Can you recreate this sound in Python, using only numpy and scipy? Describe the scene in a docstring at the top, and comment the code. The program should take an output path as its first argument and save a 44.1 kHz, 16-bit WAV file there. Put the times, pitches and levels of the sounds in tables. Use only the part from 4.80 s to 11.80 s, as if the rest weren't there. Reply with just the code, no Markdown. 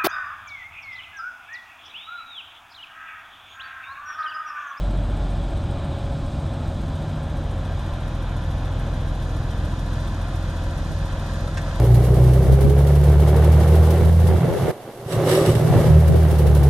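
"""A parked six-cylinder car idles in an open lot while its folding roof opens.
The exhaust throbs with each firing, the engine bay rumbles, roars and hisses, a chain whines and
fuel injectors tick. The roof's motors hum, and near the end a latch on its stowage lid lets go.
The sound starts narrow and dull, then grows wider and brighter; late gusts hit the microphones."""
import sys
import numpy as np
from scipy import signal
from scipy.fft import rfft, irfft, next_fast_len
from scipy.io import wavfile
from scipy.ndimage import uniform_filter1d, map_coordinates

SR = 44100
rng = np.random.default_rng(int(sys.argv[2]) if len(sys.argv) > 2 else 0)


def dump_mix(stems):
    """Bounce the given channels to the path in sys.argv[1] as a 16-bit WAV at rate SR."""
    frames = np.atleast_2d(stems).T  # one column per channel
    limited = np.clip(frames, -1, 1)  # hard clip at full scale
    pcm = np.round(limited * 32767).astype(np.int16)
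    wavfile.write(sys.argv[1], SR, pcm)


N = 308700  # 7 seconds

# How fast the engine spins. Each row: time in seconds, turns a second.
ENGINE_SPEED = [(0.0, 15.509), (0.5, 15.011), (0.95, 14.525), (1.2, 14.5), (1.65, 14.52), (1.85, 14.302),
                (2.2, 14.413), (2.5, 14.375), (2.9, 14.125), (3.35, 13.852), (3.7, 13.982), (4.3, 14.053),
                (5.1, 14.091), (5.6, 14.238), (6.1, 14.35), (6.6, 14.295), (7.0, 14.206)]

def crankshaft():
    """Count the engine's turns so far; they set the timing of its tones and ticks."""
    return np.cumsum(curves(ENGINE_SPEED)[0]) / SR


# Tones that swell and fade. Each row: time in seconds, then levels in dB of the throb,
# the chain, the drone and the tone at three times the throb's pitch.
TONE_LEVELS = [(0, -23, -45, -42, -48), (.5, -24.5, -46, -42, -39), (.75, -28, -46, -41, -38),
               (1.05, -42, -43.5, -40, -38), (1.3, -37, -42.5, -38, -36), (1.6, -40, -43.5, -37.5, -36),
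               (1.85, -37, -47.5, -38, -39), (2.05, -33, -46.5, -35, -41), (2.3, -40, -45.5, -32, -42),
               (2.6, -31, -45.5, -38, -42), (2.85, -31, -46, -39, -41), (3.05, -30.5, -57, -43, -38),
               (3.5, -28, -58, -40, -34.5), (3.75, -28, -49.5, -38, -34), (4, -26.5, -49.5, -38.5, -33.5),
               (4.7, -28.5, -51, -36.5, -37), (5.25, -28, -50, -39.5, -38.5), (5.55, -28, -47.5, -37, -38),
               (5.85, -29, -45.5, -36, -52), (6.2, -30, -44.5, -36.5, -45), (7, -28.5, -44.5, -36.5, -46)]
# Strong engine tones. Each row: cycles in two turns, early level in dB, late level in dB, dB lost for each turn
# a second above the engine's speed under load.
STRONG_OVERTONES = [(12, -32, -28.5, 3), (38, -44, -62, 0.5), (42, -58, -45, 14)]
# Faint exhaust tones. Each row: cycles in one turn, level in dB.
FAINT_TONES = [(1.5, -50), (4.5, -54), (13.5, -50.5), (15, -48), (22.5, -55), (24, -55), (27, -61.5)]

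def exhaust(turns):
    """Tones line up into one suction pulse per firing, fuller as load drags the speed down."""
    firings_per_turn, drone_per_turn, first_pulse_turns = 3, 10.5, .222
    throb_db, _, drone_db, third_db = curves(TONE_LEVELS)
    extra_speed = curves(ENGINE_SPEED)[0] - 14  # under load: 14 turns a second

    def tone(per_turn, db):
        return -np.sqrt(2) * amp(db) * np.cos(2 * np.pi * per_turn * (turns - first_pulse_turns))

    out = tone(firings_per_turn, throb_db + .23 * wobble(6.7))
    out += tone(3 * firings_per_turn, third_db)
    for cycles, early_db, late_db, loss_db in STRONG_OVERTONES:
        out += tone(cycles / 2, glide(early_db, late_db) - loss_db * extra_speed + .49 * wobble(2.34))
    for per_turn, db in FAINT_TONES:
        out += tone(per_turn, db + 2.5 * wobble(2.825))
    return out + tone(drone_per_turn, drone_db + .6 * wobble(3.87))


def chain(turns):
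    """Chain links meet the teeth of a wheel so fast that they make a slightly wavering whine."""
    teeth = 38
    level = amp(curves(TONE_LEVELS)[1] + .72 * wobble(13))
    return np.sqrt(2) * level * np.sin(2 * np.pi * teeth * turns + .1 * wobble(8))


# The tone colours of the engine bay's noises. Each row: pitch in Hz, relative strength in dB.
RUMBLE_COLOUR = [(8, -38), (14, -21), (25, -7.5), (33, 0), (43, -10), (57, 0), (70, -0.5), (85, -3),
                 (100, -4), (112, -3.5), (124, -8), (146, -8), (165, -9), (193, -12), (307, -15.5),
                 (387, -25), (480, -23.5), (620, -34), (1060, -120)]
FAN_EARLY = [(190, -25), (330, -6), (507, -19), (530, -7), (560, -0.5), (668, -2.5), (852, -5),
             (940, -12.5), (1380, -13), (1670, -19), (1820, -22), (2300, -26), (2860, -23.5), (3990, -21.5),
             (4600, -44), (5980, -63), (10100, -120)]
FAN_LATE = [(190, -45), (330, -2.5), (416, -31), (502, -3), (536, -5), (573, -4.5), (654, -3), (852, -8),
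            (983, -8.5), (1240, -10), (1600, -10.5), (2250, -23.5), (2430, -22), (3420, -19.5),
            (4600, -35.5), (5980, -46), (10100, -120)]
EARLY_HISS = [(2350, -39), (4000, -7.5), (4340, -4.5), (5020, -5.5), (5820, -10.5), (8570, -10.5),
              (9250, -16.5), (11000, -30), (12300, -25), (13700, -28), (14800, -36), (15700, -48)]
LATE_HISS = [(2350, -20.5), (4000, 2), (4340, -6), (4810, -2), (5450, -5), (5800, -8.5), (6150, -1.5),
             (6450, -5.5), (7570, -8.5), (8100, -15), (8500, -13), (9540, -13), (10800, -18), (11600, -18),
             (12500, -20), (13200, -30), (14700, -32), (15700, -45)]
# Where metal parts ring. Each row: pitch in Hz, width in Hz, early and late boost (or cut) in dB.
PANEL_RINGS = [(987, 49, 4.5, 6.5), (1058, 20, 7, 4.5), (1395, 23, 3, 4.5), (1593, 19, 3.5, 6.5),
               (1740, 25, 7, 7), (2250, 73, 7.5, -19), (2420, 91, 8, 4.5), (2530, 23, 4, 6),
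               (2750, 9.2, 2, -2), (3124, 91, 5.5, 4.5), (3350, 25, 10, 3.5), (3507, 47, 7, 9.5),
               (3800, 41, 6.5, -15), (4120, 28, 6, 3)]

def engine_bay(turns):
    """Rumble, hiss and a fan's roar that rings the panels and swells a little with each firing."""
    def with_panels(points, late):
        return lambda hz: along(points, hz) + sum(
            db[late] / (1 + (2 * (hz - pitch) / width) ** 2) for pitch, width, *db in PANEL_RINGS)

    swell = amp(.44 * np.cos(2 * np.pi * 3 * (turns - .04)) + .75 * wobble(6))
    rumble = amp(glide(-29, -30) + .74 * wobble(1.49)) * noise(colour(RUMBLE_COLOUR))
    roar = amp(-38) * shifting_noise(with_panels(FAN_EARLY, False), with_panels(FAN_LATE, True), swell)
    hiss_level = amp(glide(-56.5, -47.5, lag=2.87) + .64 * wobble(6.9))
    hiss = hiss_level * shifting_noise(colour(EARLY_HISS), colour(LATE_HISS), pace=TREBLE_PACE)
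    return rumble + roar + hiss


# The roof's hums. Each row: start and end in seconds, pitch in Hz, rise in Hz a second, level in dB.
ROOF_HUMS = [(1.2, 3.1, 241.5, -1, -47), (2.75, 7.2, 104.5, 0.2, -41.5), (3.75, 5.05, 466, 3, -53)]

def roof_motors():
    """The roof's motors and hydraulic pump each hum at their own speed while they work."""
    t, out, fade_s = np.arange(N) / SR, np.zeros(N), .22
    for start, end, hz, rise, db in ROOF_HUMS:
        fade = np.clip(.5 + np.minimum(t - start, end - t) / fade_s, 0, 1)
        cycles = np.cumsum(hz + rise * (t - start)) / SR
        out += np.sqrt(2) * fade * amp(db + 2.1 * wobble(3.96)) * np.sin(2 * np.pi * cycles)
    return out


# The latch's knocks. Each row: start in seconds, ring level in dB, thud level in dB.
LATCH_KNOCKS = [(6.639, -64, -26), (6.677, -56, -25.5), (6.771, -34, -44), (6.7755, -39, -40),
                (6.876, -64, -27)]
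# The notes of the steel catch and of the lid.
# Each row: pitch in Hz, relative level in dB, seconds to fade by 60 dB.
CATCH_NOTES = [(1590, 0, .11), (1815, -3, .09), (1945, -6, .07), (2190, -7, .06), (2350, -9, .05),
               (2635, -1, .05), (2725, -5, .05), (3990, -6, .04), (5100, -8, .045), (5300, -7, .045),
               (5820, -7, .05), (5975, -8, .05), (6300, -9, .05)]
LID_NOTES = [(520, -5, .08), (580, -4, .09), (680, -8, .07), (830, -11, .07), (980, -12, .07),
             (1325, -10, .09)]

def latch():
    """Each knock rattles the steel catch and thuds in the lid's panel."""
    out, t = np.zeros(N + SR), np.arange(SR // 5) / SR
    crack_band = signal.butter(3, [1400, 8000], "bandpass", fs=SR)
    attack = 1 - np.exp(-t / .002)

    def ring(notes):
        return sum(amp(db + rng.normal(0, 1.5) - 60 * t / fade_s)
                   * np.sin(2 * np.pi * (hz * t + rng.random())) for hz, db, fade_s in notes)

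    for start, ring_db, thud_db in LATCH_KNOCKS:
        rattle = 1 + .6 * unit(uniform_filter1d(rng.standard_normal(len(t)), size=30))
        crack = .8 * amp(-60 * t / .08) * unit(signal.lfilter(*crack_band, rng.standard_normal(len(t))))
        catch = amp(ring_db) * (ring(CATCH_NOTES) * rattle + crack)
        thud = amp(thud_db) * ring(LID_NOTES)
        out[round(start * SR):][:len(t)] += attack * (catch + thud)
    return signal.lfilter(*signal.butter(2, 11000, fs=SR), out[:N])


# Injector and valve ticks. Each row: place in the cycle in turns, early and late relative level in dB.
TICK_PATTERN = [(.3, -6, -3), (.4, -1, -4), (.59, 7.5, 11.5), (.92, -3, -2), (1.3, -3, 1), (1.4, -6, -3),
                (1.545, -2, 1), (1.6, 3.5, 9), (1.645, 5, 3), (1.94, -4, -3)]
# The tone colours of the ticks. Each row: pitch in Hz, relative strength in dB.
EARLY_TICK = [(2200, -120), (3100, -12), (3550, 5), (4000, -16), (6000, -14), (7500, -6), (8500, 2),
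              (9000, -1), (10000, -13), (11000, -26), (12500, -12), (13000, -15), (13500, -28),
              (15000, -34), (15800, -120)]
LATE_TICK = [(2200, -120), (3100, -1), (3600, 9.5), (4100, -8), (4900, -16), (5600, 2.5), (6200, -5),
             (8000, -8.5), (8770, -2), (9050, -5), (9300, 1), (9550, -6), (10100, -3.5), (10700, -15),
             (11200, -9.5), (11900, -5.5), (12800, -13), (13300, -24), (14000, -20), (15000, -28),
             (15800, -120)]

def injectors(turns):
    """Each injector or valve snaps once in two turns, making a tiny burst of noise."""
    place, early_db, late_db = np.transpose(TICK_PATTERN)
    tick_turns = (np.arange(0, turns[-1], 2)[:, None] + place).ravel()
    starts = np.searchsorted(turns, tick_turns + .004 * rng.standard_normal(tick_turns.size))
    share = glide(0, 1, lag=1.5)[np.minimum(starts, N - 1)].reshape(-1, len(place))
    tick_db = (early_db + (late_db - early_db) * share).ravel()
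    sizes = amp(tick_db + .7 * rng.standard_normal(starts.size))
    t = np.arange(SR // 10) / SR
    attack = (1 - np.exp(-t / .0028)) ** 2
    decay = amp(-60 * t / .05) + .2 * amp(-60 * t / .2)
    bursts = signal.fftconvolve(np.bincount(starts, sizes, N + 1), attack * decay)[:N]
    ticks = shifting_noise(colour(EARLY_TICK), colour(LATE_TICK), bursts, TREBLE_PACE)
    return amp(glide(-64.5, -56.3, lag=.8)) * ticks


# The tone colour of the wind. Each row: pitch in Hz, relative strength in dB.
WIND_COLOUR = [(8, -20), (20, 8), (60, 7), (110, -31), (250, -15), (400, -90)]

def wind():
    """A low, lumpy breeze with one strong gust pushes on the microphones."""
    breeze_start_s, breeze_db, gust_peak_s, gust_boost_db = 5.33, -57.5, 6.1, 23
    t = np.arange(N) / SR
    swell_db = gust_boost_db * np.exp(-np.abs(t - gust_peak_s) / .1)
    lumps = np.clip((t - breeze_start_s) / .05, 0, 1) * amp(breeze_db + swell_db + 3.3 * wobble(14))
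    return lumps * unit(filtered(rng.standard_normal(N), lambda hz: amp(along(WIND_COLOUR, hz))))


# Noise that differs between left and right. Each row: pitch in Hz, dB compared with the shared noise.
SIDE_NOISE = [(150, -80), (260, -48), (430, -12), (620, -31), (870, -18), (1700, -19), (2200, 0.5),
              (3100, -18), (4300, -2.5), (6000, -10.5), (7800, 1), (10000, -10.5), (12000, -2.5),
              (13800, 1), (15000, -18)]

def noise(colour_db, loudness=1):
    """Two rows of noise: the middle (what both sides share) and the side (how they differ)."""
    pair = loudness * rng.standard_normal((2, N))
    pair = filtered(pair, lambda hz: amp(colour_db(hz) + along(SIDE_NOISE, hz) * [[0], [1]]))
    return pair / np.std(pair[0])


# How the sound opens out. Each row: time in seconds, share of the late sound (0 to 1), width in dB.
OPENING_OUT = [(0, 0.11, -39), (1.5, 0.064, -28), (2, 0.22, -12), (3.2, 0.44, -1), (5, 0.75, 1.5),
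               (7, 0.9, 3)]
TREBLE_PACE = 2.15  # hiss and ticks take on their late colour this many times faster

def shifting_noise(early, late, loudness=1, pace=1):
    """Noise that fades from an early colour towards a late one; pace hurries the change."""
    share = np.clip(pace * curves(OPENING_OUT)[0], 0, 1)
    return np.sqrt(1 - share) * noise(early, loudness) + np.sqrt(share) * noise(late, loudness)


def glide(early, late, lag=1):
    """Move a value from early towards late as the sound opens out; more lag holds it back."""
    return early + (late - early) * curves(OPENING_OUT)[0] ** lag


def amp(db):
    """Turn decibels into a number to multiply by."""
    return 10 ** (np.asarray(db) / 20)


def unit(x):
    """Scale a sound to an average power of 1."""
    return x / np.sqrt(np.mean(x ** 2) + 1e-20)


def along(points, hz):
    """Read between (Hz, value) points, spacing octaves evenly."""
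    pitches, values = np.transpose(points)
    return np.interp(np.log(hz + 1), np.log(pitches + 1), values)


def colour(points):
    """Turn (Hz, dB) points into a function of pitch."""
    return lambda hz: along(points, hz)


def curves(rows):
    """Give one value per sample for each column after the time."""
    times, *columns = np.transpose(rows)
    return [np.interp(np.arange(N) / SR, times, column) for column in columns]


def wobble(rate):
    """A smooth curve through rate random values a second."""
    return map_coordinates(rng.standard_normal(int(N * rate / SR) + 4), [np.arange(N) * rate / SR])


def filtered(x, response):
    """Multiply each pitch in a sound by response(Hz)."""
    size = next_fast_len(N + 8192)
    return irfft(rfft(x, size) * response(np.fft.rfftfreq(size, 1 / SR)), size)[..., :N]


# How much of the middle spills into the side.
# Each row: pitch in Hz, share in step, share a quarter of a cycle out of step.
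SIDE_SPILL = [(250, 0, 0), (500, -0.048, 0.083), (750, 0.079, 0.032), (1100, 0.01, -0.056),
              (1700, .03, -0.37), (2050, -0.31, -1), (2300, -0.14, 0.36), (3000, -0.0099, 0.15),
              (3800, 0.17, -0.081), (4300, -.1, -.75), (4900, -0.3, -.1), (5600, -.2, .15), (6600, 0.26, 0),
              (7200, 0, -0.13), (8300, 0.061, 0.32), (10300, 0, -.1), (11700, .45, .25), (13000, 0, 0.075)]

def stereo_side(middle, side_noise):
    """Make the left-right difference: it grows, but the highest treble is wide all along."""
    pitch, in_step, out_of_step = np.transpose(SIDE_SPILL)
    side = side_noise + filtered(middle, lambda hz: np.interp(hz, pitch, in_step + 1j * out_of_step))
    treble = filtered(side, lambda hz: hz > 10800)
    return treble + amp(curves(OPENING_OUT)[1]) * (side - treble)


def scene():
    """Mix the car and the wind into left and right."""
    turns = crankshaft()
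    middle, side_noise = engine_bay(turns) + injectors(turns)
    middle = middle + exhaust(turns) + chain(turns) + roof_motors() + latch()
    side = stereo_side(middle, side_noise) + wind()
    return np.array([middle + side, middle - side])


def record(dry):
    """Cut away the very highest treble."""
    return filtered(dry, lambda hz: hz < 15750)


dry = scene()
out = record(dry)
dump_mix(out)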